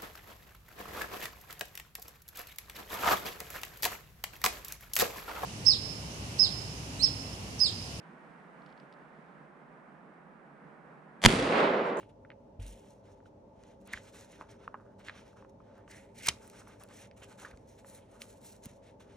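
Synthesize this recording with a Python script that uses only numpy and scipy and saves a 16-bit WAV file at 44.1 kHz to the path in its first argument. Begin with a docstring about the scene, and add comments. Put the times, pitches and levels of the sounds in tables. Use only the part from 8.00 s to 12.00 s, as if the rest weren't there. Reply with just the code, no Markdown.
"""A quiet snowy forest, just behind a shooter who fires one shot from a long gun.
Over a soft hush of air, sleeves slide and gear ticks faintly. The crack of the shot stutters in
and overloads the microphone, with a low thump under it. Near trunks scatter the sound, then the
far forest rolls it back. A few bright clicks come as the gun is lowered."""
import sys
import numpy as np
from scipy import signal
from scipy.fft import rfft, irfft
from scipy.io import wavfile
from scipy.ndimage import uniform_filter1d

SR = 44100
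rng = np.random.default_rng(int(sys.argv[2]) if len(sys.argv) > 2 else 0)


def persist_wave(psi):
    """Save psi, clipped to +-1, as 16-bit WAV."""
    counts = np.round(np.clip(psi, -1, 1) * 32767).astype(np.int16)
    wavfile.write(sys.argv[1], SR, np.atleast_2d(counts).T)


N = 176400  # 4 seconds

# A TONE table says how strong low and high pitches are next to each other; loudness is set later.
# tone of the forest air (f/Hz, level/dB)
AIR_TONE = [(20, -25), (60, -16), (112, -34), (145, 0.5), (210, -0.5), (310, -6.5), (750, -7),
            (1600, -10.5), (2300, -20.5), (3200, -33.5), (4500, -41.5), (7000, -46), (9300, -43),
            (11000, -54.5), (16000, -62)]
# how alike the air is left and right (f/Hz, likeness: 1 = the same, 0 = unrelated)
AIR_LIKENESS = [(60, -0.011), (180, 0.91), (550, 0.62), (1650, 0.11), (4970, 0.44), (15000, -0.32)]
# boost or cut of the air's treble (t/s, level/dB)
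AIR_TREBLE_CURVE = [(0, 3), (.6, 2.1), (1.2, 0.5), (1.7, -1.5), (2.3, -1), (2.8, -1), (3.2, -.5)]
# sleeve movements (middle t/s, half length/s, level/dB)
SLEEVE_STROKES = [(.03, 0.047, -75.5), (0.424, 0.2, -82.5), (0.695, .035, -77.5), (0.81, 0.029, -76.5),
                  (1.2, 0.24, -81), (3.877, 0.028, -56)]
# tone of sliding cloth (f/Hz, level/dB)
SLEEVE_TONE = [(1000, -6), (2800, 8), (5000, -4.5), (6000, -12), (9000, -12.5), (12000, -28), (16000, -34)]
# ticks of clothing and gear while aiming (t/s, level/dB, ring f/Hz)
GEAR_TICKS = [(0.62, -50, 4300), (0.662, -40.5, 4460), (.6905, -48, 4400), (.701, -48, 4600),
              (0.7255, -46, 3170), (0.7764, -46, 4370), (0.7996, -43, 4830), (0.9253, -39.5, 3860),
              (.938, -47, 4470)]
# tone of a tick (f/Hz, level/dB)
TICK_TONE = [(1000, -24), (2800, 1), (4000, 0), (5300, -1.5), (6100, -21), (9000, -18), (12000, -29),
             (16000, -45)]
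# clicks as the gun is lowered (t/s, level/dB)
GUN_CLICKS = [(3.9715, -30), (3.983, -34), (3.9895, -30.5), (3.997, -38)]
# tone of a click (f/Hz, level/dB)
CLICK_TONE = [(3000, -30), (5500, -11), (6600, 2), (8500, -1), (11000, -18), (15000, -29)]
# how alike echoes, sleeves and rush are left and right (f/Hz, likeness: 1 or more = the same)
NOISE_LIKENESS = [(60, 1.5), (170, 3), (400, 1.27), (950, 0), (2400, .5), (6000, .5), (15000, -0.6)]
# how much louder the fading echoes are on the right (f/Hz, level/dB)
ECHO_RIGHT_LEAN = [(150, -0.5), (400, 2), (1000, 2), (6000, 2.5)]
# tone of the far forest's echo (f/Hz, level/dB)
FAR_TONE = [(60, -41), (110, -32), (150, -10), (200, -8), (290, -9.5), (420, 1), (560, -2.5), (740, -8),
            (970, -5.5), (1300, -10), (2050, -14), (3000, -20.5), (4400, -29), (5800, -43.5), (8700, -46),
            (10500, -55.5), (12000, -76), (15000, -85)]
# time the far echo takes to fade by 60 dB (f/Hz, t/s)
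FAR_FADE = [(100, 1.9), (220, 2.7), (480, 2.94), (1000, 3.17), (2200, 1.8), (4500, 0.77), (9000, 0.42)]
# tone of the scatter from near trees (f/Hz, level/dB)
NEAR_TONE = [(20, -19), (45, -8), (90, -1.5), (130, -2.5), (240, -2.5), (400, -5), (560, -8), (800, -12),
             (2100, -14.5), (3000, -17), (3800, -20.5), (4700, -22.5), (5800, -27), (7500, -26.5),
             (9800, -25.5), (11500, -46), (14500, -41), (15500, -68)]
# time the near scatter takes to fade by 60 dB (f/Hz, t/s)
NEAR_FADE = [(50, 0.85), (110, .8), (200, 2.5), (500, 4.9), (1500, 2.1), (4000, 1.72), (8000, 0.92),
             (14000, 0.54)]
# single trunks that answer clearly (t/s, level/dB)
TRUNK_ECHOES = [(3.2862, -5.5), (3.2925, -5), (3.3035, -6), (3.3252, -6), (3.3560, -14), (3.3985, -13)]
# tone of the rush under the stutters (f/Hz, level/dB)
RUSH_TONE = [(30, -1), (150, 7), (500, -7.5), (800, 10), (1080, 4), (1500, -23.5), (3300, -13),
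             (5500, -9.5), (10000, -14.5), (13500, -34), (15500, -58)]
# tone of the blast pushing on the microphone (f/Hz, level/dB)
BUFFET_TONE = [(15, -2), (45, -6), (100, -13), (250, -12), (1000, -43), (4000, -77)]
# low notes of the muzzle blast (f/Hz, level/dB, t/s to fade by 60 dB)
THUMP_NOTES = [(56, -5.5, .045), (89.5, -8, 0.043), (139.5, 0.5, 0.043), (210, 2.5, 0.044)]
# low thumps of the blast (t/s, level/dB)
THUMP_HITS = [(3.2490, 7), (3.262, 9), (3.2712, 3)]
# the weaker stutters and, last, the main crack (t/s, level/dB)
CRACK_HITS = [(3.218, -20.5), (3.2293, -14.5), (3.2395, 3), (3.2504, 9), (3.2568, 5), (3.2606, 15.5)]
# tone of the crack (f/Hz, level/dB)
CRACK_TONE = [(100, -12.5), (400, -2.5), (800, 1.5), (1080, -1), (1400, -2), (1750, 1), (2150, 3.5),
              (2700, -5), (3350, 5), (3900, -10), (4500, -2.5), (5400, -15.5), (6500, -10.5), (7500, -12),
              (8400, -24), (9700, -15), (13000, -30.5), (16000, -64)]

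SHOT_S = 3.261
LEAD_S = 0.004  # a puff peaks this long after it starts
TIME = np.arange(N) / SR
LEAN_RIGHT = np.array([[-0.5], [0.5]])  # splits a gap in dB: left down, right up


def amp(db):
    """Turns decibels into a number to multiply by."""
    return 10 ** (np.asarray(db) / 20)


def unit(x):
    """Scales a sound to an average energy of one per channel."""
    return x / np.sqrt(np.mean(np.sum(x ** 2, -1)) + 1e-20)


def look_up(table, hz):
    """Reads between a table's rows along a pitch (log-frequency) scale."""
    f, value = np.transpose(table)
    return np.interp(np.log(hz + 1), np.log(f + 1), value)


def add(mix, s, sound):
    """Mixes a sound in at s seconds."""
    part = mix[:, round(s * SR):][:, :sound.shape[-1]]
    part += sound[..., :part.shape[1]]


def colour(x, tone, size=2048):
    """Gives a sound a tone, with no ringing ahead of it; the result has an energy of one."""
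    log_gain = np.log(amp(look_up(tone, abs(np.fft.fftfreq(size, 1 / SR)))))
    response = np.fft.ifft(np.exp(np.conj(signal.hilbert(log_gain)))).real[:size // 2]
    return unit(signal.fftconvolve(x, response[None], axes=1))


def drift(max_hz):
    """A random wobble, typically of size one, no faster than max_hz."""
    wobble = irfft(rfft(rng.standard_normal(N)) * (np.fft.rfftfreq(N, 1 / SR) < max_hz), N)
    return wobble / wobble.std()


def wash(tone, likeness, grain_db=0):
    """Long stereo noise of strength one; grain_db clumps it into many tiny arrivals."""
    hz = np.fft.rfftfreq(N, 1 / SR)
    mid, side = rfft(rng.standard_normal((2, N)) * amp(grain_db * drift(700)))
    alike = np.clip(look_up(likeness, hz), -1, 1)
    mid = mid * np.sqrt(1 + alike)  # what left and right share
    side = side * np.sqrt(1 - alike)  # what sets them apart
    spectrum = np.array([mid + side, mid - side]) * amp(look_up(tone, hz))
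    return unit(irfft(spectrum, N)) * np.sqrt(N)


def puff(decay_s, side_db, rise_s=0.00023, size=2048):
    """A short burst of noise, even at all pitches; more side_db makes it wider."""
    t = np.arange(size) / SR - LEAD_S
    shape = np.exp(np.minimum(t / rise_s, -t / decay_s))
    spectrum = rfft(rng.standard_normal((2, size)) * shape)
    bumps = np.sqrt(uniform_filter1d(abs(spectrum) ** 2, size=9) + 1e-12)
    mid, side = irfft(spectrum / bumps, size)
    return unit(mid + amp(side_db) * np.array([side, -side]))


def snaps(hits, tone, decay_s, side_db):
    """A fresh puff with the given tone for each hit."""
    out = np.zeros((2, N))
    for s, db in hits:
        add(out, s - LEAD_S, amp(db) * colour(puff(decay_s, side_db), tone))
    return out


def die_away(echo, start_s, fade_times, size=2048):
    """Fades each pitch of an echo at its own speed from start_s; all but the bass leans right."""
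    hz, t, bands = signal.stft(echo, SR, nperseg=size)
    fall_db = -60 * np.maximum(t - start_s, 0) / look_up(fade_times, hz)[:, None]
    lean_db = LEAN_RIGHT[:, None] * look_up(ECHO_RIGHT_LEAN, hz)[:, None]
    return signal.istft(bands * amp(fall_db + lean_db), SR, nperseg=size)[1][:, :N]


def air(level_db=-54.5, lean_db=3.5, wobble_db=0.56, treble_hz=1490):
    """The forest air: a soft, slightly wavering hush whose treble slowly dulls."""
    hush = wash(AIR_TONE, AIR_LIKENESS)
    treble = signal.sosfiltfilt(signal.butter(2, treble_hz, "high", fs=SR, output="sos"), hush)
    treble_db = np.interp(TIME, *np.transpose(AIR_TREBLE_CURVE))
    hush = hush + (amp(treble_db) - 1) * treble
    return amp(level_db + lean_db * LEAN_RIGHT + wobble_db * drift(6.8)) * hush


def sleeves():
    """Cloth slides in soft, grainy swishes as the shooter moves."""
    strokes = sum(amp(db) * np.exp(-0.5 * ((TIME - s) / half) ** 2) for s, half, db in SLEEVE_STROKES)
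    return strokes * wash(SLEEVE_TONE, NOISE_LIKENESS, grain_db=2)


def gear_ticks(ring_db=-5, ring_s=0.003):
    """Clothing and gear make small scuffs, each with a brief ring of its own."""
    t = np.arange(2048) / SR
    out = np.zeros((2, N))
    for s, db, hz in GEAR_TICKS:
        scuff = colour(puff(decay_s=0.0026, side_db=-12), TICK_TONE)
        ring = unit(np.exp(-t / ring_s) * np.sin(2 * np.pi * hz * t))
        add(out, s - LEAD_S, amp(db) * scuff)
        add(out, s, amp(db + ring_db) * ring)
    return out


def gun_clicks():
    """The gun clicks brightly as it is lowered."""
    return snaps(GUN_CLICKS, CLICK_TONE, decay_s=0.003, side_db=2.5)


def far_forest(peak_s=3.595, level_db=-25.5, rise_db_per_s=53, flutter_db=0.5):
    """Far trees send back a duller echo that peaks a third of a second after the shot and rolls away."""
    swell_db = rise_db_per_s * np.minimum(TIME - peak_s, 0)
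    crest_db = 2.5 * np.exp(-0.5 * ((TIME - peak_s) / 0.071) ** 2)  # the densest trees answer
    gain = amp(level_db + swell_db + crest_db + flutter_db * drift(27)) * (TIME > SHOT_S)
    return gain * die_away(wash(FAR_TONE, NOISE_LIKENESS, grain_db=1), peak_s, FAR_FADE)


def near_trees(level_db=-26, rise_s=0.018):
    """Trunks and branches around the shooter scatter the shot into many tiny echoes."""
    rise = np.clip((TIME - SHOT_S) / rise_s, 0, 1)
    scatter = wash(NEAR_TONE, NOISE_LIKENESS, grain_db=2.5)
    return amp(level_db) * rise * die_away(scatter, SHOT_S, NEAR_FADE)


def single_trunks():
    """A few trunks each throw back a clear echo of the crack."""
    return snaps(TRUNK_ECHOES, CRACK_TONE, decay_s=0.0024, side_db=-4.5)


def rush(level_db=-15, rise_db_per_s=764, fall_db_per_s=2995):
    """Noise swells from the first stutter and dies quickly after the main crack."""
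    t = TIME - SHOT_S
    swell_db = np.minimum(rise_db_per_s * t, -fall_db_per_s * t)
    started = TIME > CRACK_HITS[0][0]
    return amp(level_db + swell_db) * started * wash(RUSH_TONE, NOISE_LIKENESS, grain_db=4)


def buffet():
    """The blast shoves each opening of the microphone differently: one deep, wide puff."""
    return snaps([(SHOT_S, 5)], BUFFET_TONE, decay_s=0.0074, side_db=10)


def thumps(rise_s=0.0023):
    """The muzzle blast rings briefly on a few low notes."""
    t = np.arange(SR // 5) / SR
    ring = sum(amp(db - 60 * t / fade_s) * np.sin(2 * np.pi * hz * t) for hz, db, fade_s in THUMP_NOTES)
    thump = unit(-ring * (1 - np.exp(-t / rise_s)))
    out = np.zeros((2, N))
    for s, db in THUMP_HITS:
        add(out, s, amp(db) * thump)
    return out


def crack():
    """The crack stutters in: weaker copies come just before the sharp main crack."""
    core = puff(decay_s=0.0012, side_db=-14)
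    spray = amp(-14.5) * puff(decay_s=0.0036, side_db=9)  # softer, longer and wider
    burst = colour(core + spray, CRACK_TONE)
    out = np.zeros((2, N))
    for s, db in CRACK_HITS:
        add(out, s - LEAD_S, amp(db) * burst)
    return out


def scene():
    """Adds up the shot, its echoes, the handling and the air."""
    shot = (crack() + thumps() + buffet() + rush()) * amp(2 * LEAN_RIGHT)
    echoes = near_trees() + far_forest() + single_trunks()
    handling = sleeves() + gear_ticks() + gun_clicks()
    return shot + echoes + handling + air()


def record(dry, low_cut_hz=25, high_cut_hz=15800):
    """The microphone drops the deepest bass, overloads on the crack and loses the highest treble."""
    thinned = signal.sosfilt(signal.butter(2, low_cut_hz, "high", fs=SR, output="sos"), dry)
    clipped = np.clip(thinned, -1, 1)
    treble_cut = signal.firwin(255, high_cut_hz, window=("kaiser", 8), fs=SR)
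    return signal.oaconvolve(clipped, treble_cut[None], "same")


dry = scene()
out = record(dry)
persist_wave(out)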